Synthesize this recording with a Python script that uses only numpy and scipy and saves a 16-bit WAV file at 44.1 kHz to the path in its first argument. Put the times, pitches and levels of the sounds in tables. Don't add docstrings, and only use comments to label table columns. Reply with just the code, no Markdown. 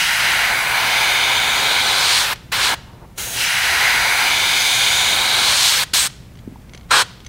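import sys
import numpy as np
from scipy import signal
from scipy.fft import rfft, irfft, next_fast_len
from scipy.io import wavfile
from scipy.ndimage import uniform_filter1d, map_coordinates

SR = 44100
rng = np.random.default_rng(int(sys.argv[2]) if len(sys.argv) > 2 else 0)


def unload_audio(sound):
    columns = np.transpose(np.atleast_2d(sound))
    steps = np.round(np.clip(columns, -1, 1) * 32767)
    wavfile.write(sys.argv[1], SR, steps.astype(np.int16))


def voltage_ratio(decibels):
    exponent = np.asarray(decibels, float) / 20
    return 10 ** exponent


N = 321048
PADDED = next_fast_len(N + 4096)
T, F = np.arange(N) / SR, np.fft.rfftfreq(PADDED, 1 / SR)

# open_s, shut_s, rise_ms, fall_ms, leak_before_opening_db
VALVE = [
    (-.1, 2.334, 4, 4, -60),
    (2.5155, 2.743, 7, 4, -36),
    (3.171, 5.837, 11, 3.5, -21),
    (5.932, 6.072, 5, 4, -45),
    (6.903, 7.022, 8, 6, -25),
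]
# time_s, roar_db, hiss_db
PULL = [
    [(0, -19.5, -28.5), (.4, -16, -32.5), (.65, -19.5, -35), (1., -18.5, -32), (1.5, -20.5, -32.5),
     (1.95, -20, -29.5), (2.08, -21, -25), (2.2, -20, -24.5), (2.3, -23, -37.5)],
    [(2.53, -21, -32.5), (2.59, -20.5, -32), (2.65, -19, -26), (2.74, -22.5, -35.5)],
    [(3.2, -33, -34.5), (3.31, -37, -36), (3.41, -22, -29), (3.85, -15, -30), (4.3, -19, -30),
     (4.7, -23.5, -25), (5.3, -20.5, -28.5), (5.68, -21.5, -22), (5.83, -22.5, -29.5)],
    [(5.94, -20, -22), (6., -23.5, -23), (6.07, -25.5, -28)],
    [(6.91, -18.5, -30), (6.97, -17.5, -26.5), (7.02, -22, -27.5)],
]
# time_s, place_cm from the tip of the lure (22 is the clamp, past 30 the paper)
TRAVEL = [(0, 0), (2.3, 24), (2.55, 24), (2.75, 20.5), (3.17, -8), (3.33, -2.5), (3.5, 1), (4.1, 6),
          (4.35, 11), (4.65, 11.5), (5.35, 19.5), (5.6, 23), (5.84, 25), (5.94, 25.5), (6.07, 27.5),
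          (6.5, 37)]
# pitch_hz, level_db per Hz
JET = [(250, -14), (500, -9.5), (800, -6.5), (1500, -2), (2300, -3.5), (3700, -3.5), (5000, -7),
       (7000, -11), (9000, -12), (11500, -13), (13500, -15), (15800, -14.5)]
# low_hz, high_hz
STRIKE_BANDS = [(1300, 2900), (250, 600), (600, 1300), (2900, 5400)]
# place_cm, rumble_db, low_roar_db, rasp_db
STRIKE_BY_PLACE = [(-2, -33, -30.5, -19.5), (2, -56, -28.5, -25), (1.5, -42, -28, -22.5),
                   (7.5, -41.5, -23.5, -21), (9, -39.5, -23.5, -20.5), (12.5, -37.5, -23.5, -22),
                   (21, -34.5, -21.5, -21), (23.5, -40.5, -25.5, -21), (29, -39, -28, -23),
                   (30.5, -32.5, -18.5, -19)]
# roar_db_per_db, hiss_db_per_db
STRIKE_FOLLOW = [(0.97, -0.082), (0.53, -0.16), (0.69, -0.28), (0.6, 0.72)]
# low_hz, high_hz
NOZZLE_BANDS = [(5400, 7500), (7500, 10500), (10500, 17000)]
# place_cm, whistle_db, top_air_db
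NOZZLE_BY_PLACE = [(0, -28, -31), (-1.5, -32, -34), (9, -32, -30.5), (10, -33.5, -32), (23, -32, -34),
                   (24, -31, -30.5), (26, -28, -30.5), (33, -30, -39.5)]
# roar_db_per_db, hiss_db_per_db
NOZZLE_FOLLOW = [(0., 1.), (-.05, 0.69), (-.05, 0.23)]
# place_cm, lag_ms, share
TABLE_ECHO = [(0, 1.59, 0.13), (10, 1.514, 0.16), (20.3, 1.516, 0.049), (30.2, 1.333, 0.15)]
# lag_at_tip_ms, drift_ms_per_cm, share
BOOTH_ECHOES = [(1.15, -0.0113, 0.044), (1.9, -0.0114, -0.073), (2.6, -0.0108, 0.019),
                (3.5, -0.0108, -0.013), (4.2, -.012, 0.044), (5.6, -0.0198, 0.045)]
# place_cm, centre_hz, lift_db
BELLY = [(-6, 3000, 1.5), (1, 1980, 3.5), (3.5, 2130, 2.5), (7.5, 2240, 7.5), (10.5, 2270, 9),
         (15.5, 2290, 6.5), (18, 2270, 4.5), (23, 2300, 0), (28.5, 1500, -1.3), (30, 1410, 5)]
# place_cm, centre_hz, lift_db
GAP = [(-10, 4400, 1.5), (-0.5, 2950, 5), (6, 2970, -6.5), (11, 3600, 3.5), (14, 3500, 6.5),
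       (19.5, 3900, 6), (22, 4200, 2.5), (26, 4100, 4), (28, 4300, 3)]
# place_cm, centre_hz, lift_db
CAP = [(-2, 6600, 7), (-3.5, 5600, 4.2), (6.5, 5700, 1.4), (11, 6400, 3.8), (17, 6900, 7),
       (17.5, 6900, 1.6), (30, 6800, 1.4)]
# place_cm, centre_hz, lift_db
NEEDLE = [(-3, 8200, -2.5), (1.5, 10900, 3.5), (10.5, 9900, 3.5), (25, 8350, 3.5), (19.5, 8800, 3),
          (17, 8600, 9), (26, 8700, 3.5), (26, 8330, 6.5)]
# place_cm, centre_hz, lift_db
SHADOW = [(-3, 5000, -9), (-1, 5530, -2), (8, 5370, -17.5), (8, 5520, -6), (18, 5300, -10),
          (23.5, 5400, 0.5), (29, 4700, -4)]
COLOUR_WIDTHS = 440, 630, 800, 1100, 320
# centre_hz, width_hz, at_tip_db, over_body_db
NOTCHES = [(1180, 220, -5, -6), (1900, 170, 0, -8), (2700, 170, -2, -8), (3500, 170, -8, 0),
           (4450, 200, -6, 0), (7150, 250, -4, -5), (11400, 900, -3, -5)]
# start_s, peak_db, ring_db against the peak
CLICKS = [(2.359, -27, -24), (6.1005, -29, -20), (6.355, -39, -19), (6.373, -41, -27), (6.389, -37, -29),
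          (6.392, -40, -29), (6.62, -46, -25), (6.695, -36, -25), (6.7357, -28, -20), (6.748, -27, -18),
          (6.7505, -31, -13), (6.776, -30.5, -17), (6.797, -42, -29), (6.811, -38, -23), (6.832, -43, -25),
          (6.846, -47, -29), (7.204, -33.5, -28), (7.2485, -32, -14), (7.2634, -30, -21), (7.2655, -27, -8)]
# pitch_hz, level_db, t60_s
LURE_MODES = [(2200, -12, .03), (3300, -15, .012), (4300, -15, .012)]
# pitch_hz, level_db, t60_s
CLAMP_MODES = [(6100, 5, 0.025), (9300, -6, .015)]
# start_s, peak_db, pitch_hz, push_ms
KNOCKS = [
    (5.934, -27, 300, 2),
    (6.4758, -18, 240, 2.2),
    (6.5228, -28, 240, 2.4),
    (6.5578, -33, 900, 2),
    (6.748, -38, 400, 2),
]
# middle_s, length_s, level_db
DRAG = [
    (2.97, 0.15, -48.5),
    (6.77, 0.066, -53),
]
# pitch_hz, t60_s, level_db
ROOM = [(250, 0.16, 21), (1000, 0.58, -0.5), (3000, 0.68, 2.5), (7000, 0.62, 2.5), (14000, 0.21, -4)]
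# pitch_hz, level_db per Hz
FAN = [(15, -30), (25, -9), (64, -0.5), (112, -6.5), (175, -6), (270, -15), (600, -24), (1200, -29.5),
       (2200, -32), (5000, -40), (9700, -42.5), (15800, -44)]

USUAL_ROAR_DB, USUAL_HISS_DB = -20, -30


def airbrush():
    strike = turbulence(USUAL_ROAR_DB, STRIKE_BY_PLACE, STRIKE_FOLLOW, STRIKE_BANDS, flutter_db=0.24)
    nozzle = turbulence(USUAL_HISS_DB, NOZZLE_BY_PLACE, NOZZLE_FOLLOW, NOZZLE_BANDS, flutter_db=0.27)
    eddies = voltage_ratio(-1.0) * strike + nozzle
    flow = valve()
    jet = flow * colour(eddies)
    spray = table_echo(jet) + booth_echoes(jet)
    return spray, flow * eddies


def valve():
    leak_ms = 20
    flow = np.zeros(N)
    for start, stop, rise_ms, fall_ms, leak_db in VALVE:
        since_ms = (T - start) * 1000
        rise = np.clip(since_ms / rise_ms, 0, 1) ** 2
        leak = voltage_ratio(leak_db) * np.clip(1 + since_ms / leak_ms, 0, 1) ** 1.5
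        fall = np.exp(-np.maximum(T - stop, 0) * 1000 / fall_ms)
        flow += np.maximum(rise, leak) * fall
    return flow


def turbulence(main_db, by_place, follow, bands, flutter_db):
    roar_db, hiss_db = curves(sum(PULL, []))
    spit = walk(24.84) + 0.39 * walk(300)
    levels_db = [main_db, *along(by_place)]
    out = 0
    for (lo_hz, hi_hz), db, (on_roar, on_hiss) in zip(bands, levels_db, follow):
        pull_db = on_roar * (roar_db - USUAL_ROAR_DB) + on_hiss * (hiss_db - USUAL_HISS_DB)
        waver_db = flutter_db * spit + 0.36 * walk(11)
        eddies = noise(voltage_ratio(shape(JET)) * band(lo_hz, hi_hz))
        out = out + voltage_ratio(db + pull_db + waver_db) * eddies
    return out


def colour(x):
    sharpen_per_db = 0.0332
    hz, s, frames = signal.stft(x, SR, nperseg=1024)
    hz, lift_db = hz[:, None], 0
    for table, width_hz in zip((BELLY, GAP, CAP, NEEDLE, SHADOW), COLOUR_WIDTHS):
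        centre_hz, db = along(table, s)
        lift_db = lift_db + db * bell(hz, centre_hz, width_hz)
    at_s, _, hiss_db = np.transpose(sum(PULL, []))
    extra_hiss_db = np.interp(s, at_s, hiss_db) - USUAL_HISS_DB
    lift_db = lift_db * (1 + sharpen_per_db * extra_hiss_db)
    reach, = along([(4.3, 0), (10.6, 1)], s)
    clear, = along([(20.6, 1), (22.1, 0.12)], s)
    for centre_hz, width_hz, tip_db, body_db in NOTCHES:
        depth_db = tip_db + (body_db - tip_db) * reach
        lift_db = lift_db + clear * depth_db * bell(hz, centre_hz, width_hz)
    return signal.istft(frames * voltage_ratio(lift_db), SR, nperseg=1024)[1][:N]


def table_echo(jet):
    phase_turns, top_hz = 0.39, 4500
    lag_ms, share = along(TABLE_ECHO)
    bounce = tint(jet, np.exp(2j * np.pi * phase_turns) * band(1, top_hz, order=4))
    return (jet + share * late(bounce, lag_ms)) / np.sqrt(1 + share ** 2)


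def booth_echoes(jet):
    cm = np.interp(T, *np.transpose(TRAVEL))
    return sum(share * late(jet, tip_ms + drift * cm) for tip_ms, drift, share in BOOTH_ECHOES)


def hands():
    out = np.zeros(N)
    add_clicks(out)
    add_knocks(out)
    return out + drag()


def add_clicks(out):
    tick_t60_s, rattle_db, rattle_t60_s = 0.0025, -12, 0.04
    t = T[:SR // 8]
    crack = noise(band(1300, 4700, order=4))
    sizes_db = 3 * rng.standard_normal((len(CLICKS), len(LURE_MODES)))
    for (s, db, ring_db), size_db in zip(CLICKS, sizes_db):
        tick = mode(t, 3200, 0, tick_t60_s)
        rattle = crack[int(s * SR) // 2:][:len(t)] * voltage_ratio(rattle_db - 60 * t / rattle_t60_s)
        body = sum(mode(t, hz, g_db + d, t60) for (hz, g_db, t60), d in zip(LURE_MODES, size_db))
        ring = sum(mode(t, hz, ring_db + g_db, t60) for hz, g_db, t60 in CLAMP_MODES)
        add(out, s, voltage_ratio(db) * (tick + rattle + body + ring))


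def add_knocks(out):
    t = T[:SR // 8]
    for s, db, hz, push_ms in KNOCKS:
        u = t * 1000 / push_ms
        push = u ** 2 * np.exp(2 - 2 * u)
        add(out, s, voltage_ratio(db) * push * np.cos(2 * np.pi * hz * t))


def drag():
    swell = sum(voltage_ratio(db) * np.exp(-((T - s) / length) ** 2) for s, length, db in DRAG)
    rustle = noise(band(230, 1100, order=6) * (1 + 0.75 * bell(F, 930, 200)))
    return swell * voltage_ratio(2.3 * walk(40.25)) * rustle


def room(x):
    level_db, onset_s = -23.5, 0.0039
    t, (at_hz, t60_s, db) = T[:SR], np.transpose(ROOM)
    tail = 0
    for hz in 250 * 2. ** np.arange(0, 6.1, .5):
        start_db = np.interp(np.log(hz), np.log(at_hz), db)
        decay_db = start_db - 60 * t / np.interp(np.log(hz), np.log(at_hz), t60_s)
        tail = tail + noise(band(hz / 1.19, hz * 1.19))[:SR] * np.sqrt(hz) * voltage_ratio(decay_db)
    tail = tail * np.clip(t / onset_s, 0, 1)
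    return voltage_ratio(level_db) * signal.fftconvolve(x, tail / np.sqrt(np.sum(tail ** 2)))[:N]


def fan():
    rumble_db, hum_db = -41, -46.5
    hum = noise(bell(F, 116.6, 23))
    swell_db = 0.6 * walk(3)
    return voltage_ratio(rumble_db + swell_db) * noise(voltage_ratio(shape(FAN))) + voltage_ratio(hum_db) * hum


def unit(x):
    return x / np.sqrt(np.mean(x ** 2))


def shape(table, hz=F):
    at_hz, value = np.array(table)[:, 0], np.array(table)[:, 1]
    return np.interp(np.log(hz + 1), np.log(at_hz), value)


def curves(table):
    s, *columns = np.transpose(table)
    return [np.interp(T, s, c) for c in columns]


def along(table, s=T):
    cm, *columns = np.transpose(table)
    place_cm = np.interp(s, *np.transpose(TRAVEL))
    return [np.interp(place_cm, cm, c) for c in columns]


def band(lo_hz, hi_hz, hz=F, order=8):
    return 1 / np.sqrt((1 + (lo_hz / (hz + 1)) ** order) * (1 + (hz / hi_hz) ** order))


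def bell(hz, centre_hz, width_hz):
    return 1 / (1 + (2 * (hz - centre_hz) / width_hz) ** 2)


def mode(t, hz, db, t60_s):
    return np.sin(2 * np.pi * hz * t) * voltage_ratio(db - 60 * t / t60_s)


def tint(x, gain):
    return irfft(rfft(x, PADDED) * gain, PADDED)[..., :N]


def noise(gain):
    return unit(tint(rng.standard_normal(PADDED), gain))


def walk(rate):
    k = int(SR / rate)
    steps = np.repeat(rng.standard_normal(N // k + 1), k)
    return unit(uniform_filter1d(uniform_filter1d(steps, k), k)[:N])


def late(x, lag_ms):
    return map_coordinates(x, [np.arange(N) - lag_ms * SR / 1000], order=3)


def add(out, start, sound):
    i = int(start * SR)
    out[i:i + len(sound)] += sound[:N - i]


def scene():
    plain_share = 0.89
    spray, plain = airbrush()
    touch = tint(hands(), band(1, 9500))
    around = np.sqrt(plain_share) * plain + (1 - plain_share) * spray + touch
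    return np.tile(spray + touch + room(around) + fan(), (2, 1))


def side_noise(mono):
    count, half_width_hz = 42, 750
    size = int(46 * SR / 1000)
    hz, fade = np.fft.rfftfreq(size, 1 / SR), np.hanning(size)
    quiet = uniform_filter1d(mono ** 2, size) < voltage_ratio(-76)
    side = voltage_ratio(-77) * noise(band(4000, 8500, order=30)) * uniform_filter1d(1. * quiet, size)
    for when, pitch, *turns in rng.random((count, 2 + len(hz))):
        i = int(when * (N // 1024 - 3)) * 1024 + 429
        centre_hz = np.interp(pitch, (0, 1), (4600, 15000))
        patch = np.abs(rfft(mono[i:i + size])) * (np.abs(hz - centre_hz) < half_width_hz)
        scrambled = irfft(patch * np.exp(2j * np.pi * np.array(turns)), size)
        add(side, i / SR, voltage_ratio(-2) * fade * scrambled)
    return side


def roll_off(x):
    return signal.sosfilt(signal.butter(12, 16670, fs=SR, output="sos"), x)


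def record(dry):
    rounded = dry / (1 + (dry / .95) ** 8) ** (1 / 8)
    stereo = rounded + np.outer([1, -1], side_noise(dry[0]))
    mix = tint(stereo, np.clip((15880 - F) / 120, 0, 1) ** 2)
    return roll_off(mix)


dry = scene()
out = record(dry)
unload_audio(out)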